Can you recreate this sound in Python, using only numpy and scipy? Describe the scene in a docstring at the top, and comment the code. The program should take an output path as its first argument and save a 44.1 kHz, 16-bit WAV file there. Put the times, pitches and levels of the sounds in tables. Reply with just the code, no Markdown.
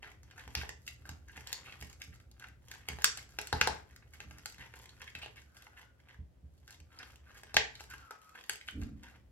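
"""Teeth click and small bones crack: a cat gnaws a raw bird's foot, close to a stereo pair of microphones.
Wet skin squelches and crackles between the bites; dull bumps and one soft rub lie underneath.
The place is a small hard room with a tiled floor: it rings after each crack, over faint rumble and hiss.
A thin whistle comes and goes, heard only by way of the room.
Bites are noise bursts through resonances, wet sounds are sparse pops, bumps and whistle are sines."""
import sys
import numpy as np
from scipy import signal
from scipy.fft import rfft, irfft
from scipy.io import wavfile
from scipy.ndimage import uniform_filter1d

SR = 44100
rng = np.random.default_rng(int(sys.argv[2]) if len(sys.argv) > 2 else 0)


def digitize_waveform(pressure):
    """Quantize a signal to 16-bit integers and store it at the path in sys.argv[1].

    Rows of a 2-D input are taken as channels; values are limited to [-1, 1].
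    """
    field = np.atleast_2d(pressure).T
    bounded = np.clip(field, -1, 1)
    quanta = np.round(bounded * 32767).astype(np.int16)
    wavfile.write(sys.argv[1], SR, quanta)


N = 410571
TIME = np.arange(N) / SR  # [s]
KERNEL_HZ = np.fft.rfftfreq(2048, 1 / SR) + 1  # frequencies at which resonances are drawn, kept off zero

# Hard bites: (t/s, pitch of the snap f/Hz, snap level/dB, dull jaw knock level/dB, sharp tick level/dB)
BITES = [(0.029, 2530, -46.5, -53.5, -73), (0.2319, 1400, -65, -77, -62), (0.311, 2370, -55, -77, -65),
         (0.3793, 1570, -51, -74, -62), (0.4775, 1770, -57, -50, -57.5), (0.5521, 2240, -33.5, -43.5, -36),
         (0.6135, 1830, -41, -64, -57), (0.634, 1930, -49, -42.5, -74), (0.6921, 1920, -41.5, -47, -44.5),
         (0.8781, 2600, -42, -74, -47), (1.0545, 1210, -52, -67, -66), (1.0915, 1540, -49, -51.5, -47.5),
         (1.284, 1540, -57.5, -77, -61.5), (1.377, 1860, -49, -51, -65), (1.472, 1260, -58, -61, -43.5),
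         (1.5289, 2290, -41, -51, -33.5), (1.7238, 2520, -47.5, -64, -75), (1.8117, 2400, -61, -68, -50.5),
         (1.8248, 2140, -46, -49.5, -50.5), (1.898, 2400, -64, -73, -55.5), (2.018, 2230, -44, -64, -47.5),
         (2.314, 2400, -75, -74, -62), (2.397, 1270, -64, -82, -55), (2.4418, 1640, -46.5, -70, -66),
         (2.4853, 2360, -58, -81, -62), (2.684, 6000, -74, -87, -57), (2.714, 1800, -48.5, -60, -46.5),
         (2.8867, 1970, -36, -42, -38.5), (2.987, 1580, -56, -44.5, -57), (3.0204, 1670, -50, -68, -45),
         (3.044, 1380, -25.5, -36.5, -19.5), (3.1739, 1950, -57, -54, -42), (3.3878, 1690, -35, -37, -39.5),
         (3.414, 1870, -52, -51, -43.5), (3.4716, 1580, -51.5, -63, -43.5), (3.528, 3440, -35, -26.5, -42),
         (3.6135, 2120, -20, -26.5, -32), (3.6738, 4040, -30.5, -24.5, -40.5),
         (3.962, 1800, -55.5, -66, -56), (4.2035, 1890, -45, -51.5, -52.5),
         (4.3101, 2020, -53.5, -55.5, -58.5), (4.384, 1670, -68, -60, -57), (4.458, 1420, -43, -59, -39),
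         (4.5447, 2470, -57, -78, -62), (4.739, 1230, -49.5, -52, -66), (4.893, 4070, -54, -76, -79),
         (5.0173, 1810, -48, -66, -53.5), (5.0772, 2210, -49.5, -76, -75), (5.152, 2460, -41, -52, -75),
         (5.2325, 2720, -50, -48.5, -78.5), (5.261, 2470, -47.5, -45.5, -78),
         (5.6679, 1560, -52.5, -59.5, -73.5), (6.678, 1580, -57.5, -74.5, -56),
         (6.707, 1670, -60, -66, -52.5), (6.8017, 2090, -64, -75.5, -61.5),
         (6.9897, 4550, -54.5, -70.5, -62), (7.434, 1670, -52, -52, -56), (7.5436, 4070, -36.5, -37.5, -45),
         (7.5679, 1970, -15, -23, -28.5), (7.7535, 3410, -48.5, -72, -75), (7.807, 2160, -52, -49, -50.5),
         (7.938, 1460, -48, -56, -60), (8.1085, 1200, -53, -46, -52.5), (8.355, 1670, -49.5, -82, -75),
         (8.439, 2034, -55.5, -72, -57.5), (8.4958, 2090, -32, -43, -33.5), (8.612, 2630, -48, -72, -70),
         (8.6856, 2160, -41, -71.5, -60), (9.0334, 1670, -57, -78.5, -58)]
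# Freed pieces that ring on: (t/s, f/Hz, fall by 60 dB t/s, level/dB before RING_TRIM_DB)
FREED_PIECES = [(.552, 5120, 0.0089, -37.5), (0.877, 2730, 0.038, -48), (1.529, 4540, 0.017, -43),
                (3.0438, 5600, 0.0091, -18.5), (3.0445, 4930, 0.0054, -22.5), (3.045, 1630, 0.013, -40),
                (3.614, 1630, 0.0052, -19), (4.458, 1540, .02, -45.5), (5.15, 2600, .12, -57),
                (5.231, 2850, .05, -51.5), (6.988, 4980, .015, -51), (7.568, 1870, 0.02, -18.5),
                (7.568, 462, 0.019, -40), (7.937, 1594, 0.037, -48), (8.109, 1293, .06, -50.5),
                (8.686, 3040, .025, -44), (8.686, 1500, 0.045, -50.5)]
# Jaw strokes: (t/s, length t/s, mouth resonance f/Hz, then, before their trims:
# squelch level/dB, skin crackle level/dB, saliva fizz level/dB)
JAW_STROKES = [(0.027, 0.082, 1830, -55, -58, -72.5), (.235, 0.1, 2270, -80, -71.5, -85),
               (.365, .09, 1710, -56, -57.5, -70), (.49, .05, 2000, -76, -66, -73),
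               (0.551, 0.1, 2500, -50.5, -53.5, -64), (0.862, .05, 2790, -61, -68.5, -64),
               (1.059, 0.08, 1580, -66, -60.5, -69), (1.283, 0.046, 1690, -57, -66, -76),
               (1.344, 0.082, 1900, -57, -59, -66.5), (1.466, 0.12, 1770, -63, -56, -65),
               (1.641, 0.11, 2520, -55.5, -55.5, -71.5), (1.789, 0.13, 2120, -71, -62.5, -65.5),
               (1.999, 0.054, 2160, -58, -65, -67.5), (2.121, 0.029, 1930, -60.5, -69, -72.5),
               (2.197, 0.016, 2000, -74, -70.5, -81), (2.4, 0.085, 1600, -56, -64.5, -75.5),
               (2.697, 0.085, 1600, -58.5, -58, -65.5), (2.799, 0.054, 1800, -70, -66.5, -88),
               (2.877, 0.052, 2170, -51, -54.5, -67.5), (2.988, 0.1, 1700, -63, -56, -64),
               (3.171, .04, 2000, -51.5, -58, -63), (3.286, .08, 1810, -78, -68, -72),
               (3.386, .11, 1750, -65, -61, -67), (3.536, 0.25, 2000, -57.5, -52.5, -65.5),
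               (3.87, 0.12, 1800, -73, -69.5, -80), (4.017, .04, 1515, -66, -75, -92.5),
               (4.13, 0.028, 1760, -58.5, -64.5, -70.5), (4.201, 0.042, 1730, -63, -64, -75),
               (4.287, 0.15, 1700, -73.5, -63, -74), (4.459, .05, 1500, -68, -65, -64.5),
               (4.582, .09, 1980, -53, -57.5, -69.5), (4.749, 0.093, 1550, -65, -59, -66),
               (4.882, .08, 1700, -74.5, -69.5, -81), (4.998, .04, 1740, -54.5, -59, -68.5),
               (5.063, .04, 1930, -52, -66, -72), (5.15, .04, 2530, -66, -60, -70),
               (5.212, 0.061, 2710, -49, -59, -80), (5.358, 0.053, 2150, -55.5, -65, -70),
               (5.546, 0.12, 1600, -70.5, -63.5, -70), (5.764, 0.061, 1850, -57.5, -59.5, -70),
               (5.99, .025, 1750, -71, -74, -87), (6.079, .06, 1860, -60.5, -62.5, -81.5),
               (6.53, 0.099, 1700, -89.5, -91, -83), (6.68, 0.056, 1690, -64, -64.5, -69),
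               (6.904, 0.055, 1310, -71, -66.5, -77.5), (6.992, .05, 1590, -53, -54, -75),
               (7.049, 0.093, 1600, -70.5, -64, -69.5), (7.253, 0.086, 1650, -65, -63, -80),
               (7.338, 0.057, 1540, -61, -62.5, -67), (7.46, .14, 1590, -65, -64, -80),
               (7.789, 0.031, 2410, -53.5, -61, -64.5), (7.895, 0.067, 1550, -53.5, -64, -64.5),
               (7.982, .09, 1490, -76, -65.5, -77), (8.11, 0.045, 1340, -65, -62.5, -74),
               (8.216, 0.064, 1500, -75, -67.5, -71), (8.344, 0.066, 1540, -59, -59.5, -72.5),
               (8.495, 0.047, 2000, -64, -56, -60), (8.669, 0.022, 2420, -51, -62, -64),
               (8.806, 0.046, 1590, -61, -60, -68.5), (9.03, 0.13, 1693, -64.5, -61.5, -74.5)]
# Spectrum of the sharp ticks: (f/Hz, relative level/dB)
TICK_COLOUR = [(300, -48), (1000, -28.5), (3000, -2), (5600, 2.5), (6600, 1.5), (8000, -1.5), (9300, -13),
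               (11500, -3.5), (13400, -16.5), (15200, -3), (17000, -24)]
# Spectrum of crackling skin: (f/Hz, relative level/dB)
SKIN_COLOUR = [(150, -12), (400, 0), (520, -4.5), (850, 4.5), (1100, -7.5), (1600, 6.5), (2100, -3.5),
               (2800, 0), (3500, -15.5), (4500, -9.5), (7000, -30.5), (16000, -45.5)]
# Spectrum of fizzing saliva: (f/Hz, relative level/dB)
SALIVA_COLOUR = [(1000, -31.5), (3000, -8), (4500, -0.5), (7500, 0), (9300, -9), (11500, -0.5),
                 (13400, -10.5), (15200, -3.5), (17000, -17.5)]
# Fixed resonances and dips of the mouth's sounds: (centre f/Hz, width f/Hz, boost level/dB)
MOUTH_RESONANCES = [(436, 60, 8), (540, 63, -4.5), (850.6, 110, 8.5), (1207, 150, -7), (1587, 140, 5),
                    (1985, 410, 5), (2727, 100, 4.5)]
# Dull bumps: (t/s, swell t/s, rms level/dB at the top of the swell, brightness f/Hz)
DULL_BUMPS = [(0.459, 0.026, -51.5, 200), (.555, 0.027, -40, 108.4), (1.084, 0.021, -44.5, 148.5),
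              (1.361, 0.011, -48, 149), (1.81, 0.025, -47.5, 140), (2.071, 0.016, -47.5, 130),
              (2.885, 0.029, -44, 152), (3.528, .015, -34, 156), (3.615, 0.015, -40, 130),
              (3.675, 0.02, -43, 200), (4.219, 0.051, -52, 158), (4.584, 0.015, -52, 200),
              (5.152, 0.012, -51, 201.5), (6.185, 0.017, -43, 79.5), (6.425, 0.0187, -49, 90),
              (6.79, .015, -52, 89), (7.544, 0.022, -45.5, 200), (8.741, 0.033, -41.5, 141),
              (8.811, 0.012, -37, 80.4), (8.91, 0.016, -43.5, 81.3)]
# Low modes of a bump, before detuning and brightness: (f/Hz, relative level/dB)
BUMP_MODES = [(58, -9), (74, -1), (122, -6), (160, -8), (195, -11), (240, -8.5), (290, -6.5), (420, -10.5)]
# Spectrum of the soft rub: (f/Hz, relative level/dB)
RUB_SPECTRUM = [(15, -40), (25, -11), (65, -7.5), (167, -14), (226, -6), (299, -7.5), (358, -28),
                (568, -34.5), (644, -44), (700, -42), (910, -78), (1540, -120)]
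# Whistle, one list a note: (t/s, f/Hz, level/dB before WHISTLE_TRIM_DB)
WHISTLE_NOTES = [
    [(5.41, 1450, -65), (5.52, 1532, -64.5), (5.7, 1474, -64.5), (5.88, 1455, -66.5), (6.02, 1447, -88.5)],
    [(6.88, 1400, -77), (6.96, 1286, -59), (7.1, 1280, -86)],
    [(7.84, 1514, -54), (7.96, 1462, -57), (8.04, 1365, -52), (8.11, 1284, -62), (8.2, 1282, -64),
     (8.3, 1278, -59), (8.38, 1295, -59)],
]
# Decay of the room by band: (f/Hz, fall by 60 dB t/s)
ROOM_DECAY = [(100, 0.62), (400, 0.3), (1500, 0.36), (4000, 0.28), (8000, 0.3), (16000, 0.055)]
# Spectrum of the reflections: (f/Hz, relative level/dB)
REFLECTION_COLOUR = [(60, -11), (380, 3), (540, -1.5), (820, 0), (1120, 0), (1600, -3), (5000, 1),
                     (9000, -3), (16000, -5.5)]
# Spectrum of the room's rumble: (f/Hz, relative level/dB)
RUMBLE_COLOUR = [(20, -33), (35, -21), (48, -12), (59, -1), (76, -1), (98, -12.5), (120, -4), (145, -17),
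                 (220, -23), (400, -26), (900, -57.5)]
# Loudness of the rumble over time: (t/s, rms level/dB)
RUMBLE_COURSE = [(0, -58.5), (2.5, -59.5), (5.3, -60.5), (5.7, -65), (8.03, -59.5), (8.12, -76),
                 (8.42, -72.5), (8.55, -67), (9.31, -59.5)]
# Spectrum of the room's hiss: (f/Hz, relative level/dB)
HISS_COLOUR = [(88, -40), (150, -7), (201, -5.5), (315, -8), (361, -14), (422, -18.5), (504, -6.5),
               (979, -20), (5460, -32), (8230, -35), (16000, -42)]

RING_TRIM_DB, SQUELCH_TRIM_DB, SKIN_TRIM_DB, SALIVA_TRIM_DB, WHISTLE_TRIM_DB = 9, -2.5, -2.5, .5, -2.5
# Grazes: snap and knock relative to the skin crackle, tick relative to the saliva
GRAZE_SNAP_DB, GRAZE_KNOCK_DB, GRAZE_TICK_DB = 1.5, -8, 7.5
GRAZE_HZ, GRAZE_SPREAD_DB, GRAZE_LATE_S = 2095, 3, .02  # middle pitch, force either way, time past the stroke
# The jaw closes quickly, eases, lets go
CHEW_ATTACK_S, CHEW_SAG_DB_PER_S, CHEW_RELEASE_DB_PER_S = 0.014, 24.5, 231
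# The lips part before a stroke: time, level relative to the stroke, ceiling
LEAD_IN_S, LEAD_IN_DB, LEAD_IN_TOP_DB = 0.087, -10, -67.5
SQUELCH_SHARE = .7  # wet films burst in this first part of a stroke
RUB_AT_S, RUB_RISE_S, RUB_DB, RUB_FADE_DB_PER_S = 8.715, 0.076, -40.5, 82
WHISTLE_BREATH = 0.66  # airy noise against the clean tone
PATTERNS_PER_S = 2.7  # how fast the pattern of reflections is replaced
HISS_DB = -74
RIGHT_DELAY = 4  # direct sound reaches the right microphone this much later [samples]
BAND_EDGE_HZ = 16400


def teeth(hz, snap_db, knock_db, tick_db):
    """One bite: a snap at the pitch of the piece, a knock through the jaw and a sharp tick."""
    colour = body(KERNEL_HZ)
    # loud bites are bone, which breaks at once; soft gristle gives way slowly
    tearing = np.interp(max(snap_db, tick_db), [-45, -22], [1.8, .4])
    snap = fracture(colour * bell(hz, q=1.28), splinter=tearing, spread_s=0.0012 * tearing)
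    knock = fracture(colour * bell(hz=730, q=0.63), splinter=0.21, spread_s=0.0018)
    tick = fracture(amp(read(TICK_COLOUR, KERNEL_HZ)), splinter=11, spread_s=0.001 * tearing)
    return amp(snap_db) * snap + amp(knock_db) * knock + amp(tick_db) * tick


def cracks():
    """The hard bites; fibres give 2 ms before each break, as a fainter, broad burst."""
    out = np.zeros(N)
    for s, hz, snap_db, knock_db, tick_db in BITES:
        add(out, s, teeth(hz, snap_db, knock_db, tick_db))
        fibres = fracture(bell(hz=3500, q=0.84), splinter=1.3, spread_s=.0015)
        add(out, s - .002, amp(snap_db - 20.5) * fibres)
    return out


def grazes(count=2):
    """In every stroke the teeth graze the bone a couple of times, about as hard as the skin is worked."""
    out = np.zeros(N)
    for s, length, _, _, skin_db, saliva_db in JAW_STROKES:
        for when, pitch, force in rng.uniform(-1, 1, (count, 3)):
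            at_s = s + (length + GRAZE_LATE_S) * (1 + when) / 2
            hz = GRAZE_HZ * 2 ** (pitch / 2)  # up to half an octave either way
            force_db = GRAZE_SPREAD_DB * force
            snap_db = skin_db + force_db + GRAZE_SNAP_DB
            knock_db = skin_db + force_db + GRAZE_KNOCK_DB
            tick_db = saliva_db + force_db + GRAZE_TICK_DB
            add(out, at_s, teeth(hz, snap_db, knock_db, tick_db))
    return out


def rings():
    """A freed piece rings briefly: a sine that dies away exponentially."""
    out, t = np.zeros(N), np.arange(SR // 6) / SR
    for s, hz, t60, db in FREED_PIECES:
        add(out, s, amp(db + RING_TRIM_DB - 60 * t / t60) * np.sin(2 * np.pi * hz * t))
    return out


def squelches():
    """A stroke bursts many tiny wet films, which ring in the mouth as its resonance glides upward."""
    out = np.zeros(N)
    for s, length, hz, db, _, _ in JAW_STROKES:
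        count = max(int(SQUELCH_SHARE * length * SR), 200)  # samples
        films = pops(count, per_s=700, spread_db=3.5) * signal.windows.tukey(count, .5)
        opening = np.linspace(0, 1, count)
        sound = 0
        for share, pitch in (1 - opening, hz * .94), (opening, hz * 1.06):
            cavity = bell(pitch, q=5.4) + .3 * bell(pitch * 1.6, q=12) + .3 * bell(pitch * 1.1, q=0.88)
            sound = sound + signal.fftconvolve(films * share, ring(cavity * body(KERNEL_HZ)))
        level = np.sqrt(count / (np.sum(sound ** 2) + 1e-20))  # rms 1 over the bursting
        add(out, s, amp(db + SQUELCH_TRIM_DB) * level * sound)
    return out


def gnawing():
    """Crackle of skin and fizz of saliva; the hollow of the mouth drifts as the jaw works."""
    grit = pops(N, per_s=520, spread_db=5.0)
    jaw = uniform_filter1d(uniform_filter1d(rng.standard_normal(N), size=3000), size=3000)
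    opening = .5 + .5 * np.tanh(1.5 * evened(jaw))
    # the skin spectrum shifted down and up; the second set of pops is displaced by one second
    low = coloured(grit, np.multiply(SKIN_COLOUR, [.88, 1]))
    high = coloured(np.roll(grit, SR), np.multiply(SKIN_COLOUR, [1.2, 1]))
    crackle = np.sqrt(1 - opening) * low + np.sqrt(opening) * high
    fizz = coloured(pops(N, per_s=1100, spread_db=5.0), SALIVA_COLOUR)
    *_, skin_db, saliva_db = np.transpose(JAW_STROKES)
    skin = crackle * strokes(skin_db + SKIN_TRIM_DB, rest_db=-90.5)
    return skin + fizz * strokes(saliva_db + SALIVA_TRIM_DB, rest_db=-96.5)


def strokes(levels_db, rest_db):
    """Strength of the chewing: the lips part, then each stroke rises, sags while held and dies away."""
    power, t = np.full(N, amp(rest_db) ** 2), np.arange(SR // 2) / SR
    for (s, length, *_), db in zip(JAW_STROKES, levels_db):
        parting = np.linspace(0, 1, int(min(LEAD_IN_S, s) * SR))
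        lead_in_db = min(db + LEAD_IN_DB, LEAD_IN_TOP_DB)
        add(power, s - len(parting) / SR, parting * amp(lead_in_db) ** 2)
        fall_db = CHEW_SAG_DB_PER_S * t + CHEW_RELEASE_DB_PER_S * np.maximum(t - length, 0)
        stroke = np.minimum(t / CHEW_ATTACK_S, 1) * amp(db - fall_db)
        add(power, s - CHEW_ATTACK_S / 2, stroke ** 2)
    return np.sqrt(power)


def body(hz):
    """Gain of the fixed resonances of the mouth's sounds."""
    return amp(sum(db / (1 + (2 * (hz - centre) / width) ** 2) for centre, width, db in MOUTH_RESONANCES))


def bumps():
    """Soft pushes that swell and die in a few low resonances, each a little detuned."""
    out, t = np.zeros(N), np.arange(SR // 3) / SR
    for s, swell, db, bright_hz in DULL_BUMPS:
        chance = rng.random((len(BUMP_MODES), 2))
        modes = 0
        for (hz, mode_db), (detune, turn) in zip(BUMP_MODES, chance):
            gain = amp(mode_db) / (1 + (hz / bright_hz) ** 2)
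            # turn is the starting phase, as a share of a full cycle
            modes = modes + gain * np.sin(2 * np.pi * (hz * (.94 + .12 * detune) * t + turn))
        add(out, s, amp(db) * evened(modes) * t / swell * np.exp(1 - t / swell))
    return out


def rub():
    """A short muffled rubbing: low noise that swells quickly and fades."""
    t = np.maximum(TIME - RUB_AT_S, 0)
    fade_db = RUB_FADE_DB_PER_S * np.maximum(t - RUB_RISE_S, 0)
    level = np.minimum(t / RUB_RISE_S, 1) * amp(RUB_DB - fade_db)
    return coloured(rng.standard_normal(N), RUB_SPECTRUM) * level


def whistle():
    """A faint reedy whistle: a sine, its octave and airy noise, fluttering in pitch and strength."""
    out = np.zeros(N)
    for note in WHISTLE_NOTES:
        s, hz, db = np.transpose(note)
        t = np.arange(s[0], s[-1], 1 / SR)
        waver, flutter = (evened(uniform_filter1d(v, size=350)) for v in rng.standard_normal((2, len(t))))
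        angle = 2 * np.pi * np.cumsum(np.interp(t, s, hz) * (1 + .012 * waver)) / SR
        air = evened(uniform_filter1d(rng.standard_normal(len(t)), size=110))
        reed = (1 + 0.66 * flutter) * (np.sin(angle) + amp(-18) * np.sin(2 * angle))
        tone = evened(reed + WHISTLE_BREATH * air * np.cos(angle))
        level = amp(np.interp(t, s, db) + WHISTLE_TRIM_DB)
        add(out, s[0], level * tone * signal.windows.tukey(len(t), .25))
    return out


def moving_room(x, count=3):
    """As the head moves, the pattern of reflections passes from one to the next, round and round."""
    place = TIME * PATTERNS_PER_S
    out = 0
    for k in range(count):
        away = abs((place - k + count / 2) % count - count / 2)
        share = np.cos(np.pi / 2 * np.minimum(away, 1))
        out = out + room(x * share, early_db=5, early_s=.004)
    return out


def room(x, early_db, early_s):
    """Dense reflections, strongest at first from tiles and near wall; each band dies at its own speed."""
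    t = np.arange(SR * 2 // 5) / SR
    present = (rng.random((2, len(t))) < .25) * (t > .0012)
    taps = rng.standard_normal((2, len(t))) * present
    taps *= 1 + amp(early_db) * np.exp(-t / early_s)
    hz, at, z = signal.stft(taps, SR, nperseg=256)
    decay_db = 60 * at / read(ROOM_DECAY, hz)[:, None]
    z *= amp(read(REFLECTION_COLOUR, hz)[:, None] - decay_db)
    tail = signal.istft(z, SR, nperseg=256)[1]
    tail /= np.linalg.norm(tail, axis=1, keepdims=True)
    return signal.oaconvolve(x[None], tail, axes=1)[:, :N]


def room_tone():
    """Low rumble, nearly alike at both microphones, under a soft diffuse hiss; both are shaped noise."""
    s, db = np.transpose(RUMBLE_COURSE)
    rumble = coloured(rng.standard_normal(N) + 0.3 * rng.standard_normal((2, N)), RUMBLE_COLOUR)
    hiss = coloured(0.23 * rng.standard_normal(N) + rng.standard_normal((2, N)), HISS_COLOUR)
    return rumble * amp(np.interp(TIME, s, db)) + amp(HISS_DB) * hiss


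def fracture(gain, splinter, spread_s):
    """One break and a quick spray of splinters through a resonance, with the energy of rms 1 over 5 ms."""
    t = np.arange(256) / SR
    burst = rng.standard_normal(len(t)) * np.exp(-t / spread_s)
    burst *= splinter / np.linalg.norm(burst)
    burst[0] += 1
    sound = signal.fftconvolve(burst, ring(gain))
    return sound / np.linalg.norm(sound) * np.sqrt(SR / 200)


def pops(count, per_s, spread_db):
    """Sparse clicks of either sign, a few much larger than the rest."""
    size = amp(spread_db * np.minimum(rng.exponential(1, count), 4))
    return size * rng.choice([-1, 1], count) * (rng.random(count) < per_s / SR)


def bell(hz, q):
    """Gain of one resonance; a higher q makes it narrower."""
    return 1 / (1 + (q * (KERNEL_HZ / hz - hz / KERNEL_HZ)) ** 2)


def ring(gain):
    """The causal (minimum-phase) impulse response that has this gain."""
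    log_gain = np.log(np.maximum(np.r_[gain, gain[-2:0:-1]], 1e-4))
    return np.fft.ifft(np.exp(np.conj(signal.hilbert(log_gain)))).real


def coloured(x, points):
    """Gives a long signal a spectrum, at rms 1."""
    gain = amp(read(points, np.fft.rfftfreq(N, 1 / SR)))
    return evened(irfft(rfft(x) * gain, N))


def read(points, hz):
    """Reads a table on a log-frequency axis."""
    f, value = np.transpose(points)
    return np.interp(np.log(hz + 1), np.log(f), value)


def evened(x):
    """Scales to rms 1."""
    return x / np.sqrt(np.mean(x ** 2) + 1e-20)


def amp(db):
    """Decibels to gain."""
    return 10 ** (np.asarray(db) / 20)


def add(mix, s, sound):
    """Mixes a sound in at time s."""
    part = mix[max(round(s * SR), 0):][:len(sound)]
    part += sound[:len(part)]


def scene():
    """The cat's mouth is a little nearer the left microphone; tiles and room answer on both sides."""
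    mouth = cracks() + grazes() + rings() + squelches() + gnawing()
    direct = np.array([mouth, np.roll(mouth, RIGHT_DELAY)])
    tiles = amp(-9) * np.array([np.roll(mouth, 35), np.roll(mouth, 31)])  # samples later, off the floor
    echo = moving_room(mouth + whistle()) * amp([[-4], [-4.5]])
    highpass = signal.butter(3, 45, "highpass", fs=SR, output="sos")
    dull = signal.sosfilt(highpass, bumps()) + rub()
    low = dull * amp([[-1.2], [.4]]) + amp(-11) * room(dull, early_db=3, early_s=0.012)
    return direct + tiles + echo + low + room_tone()


def record(dry):
    """The recorder's band limit, a steep low-pass."""
    lowpass = signal.firwin(511, BAND_EDGE_HZ, window=("kaiser", 9), fs=SR)
    return signal.oaconvolve(dry, lowpass[None], "same")


dry = scene()
out = record(dry)
digitize_waveform(out)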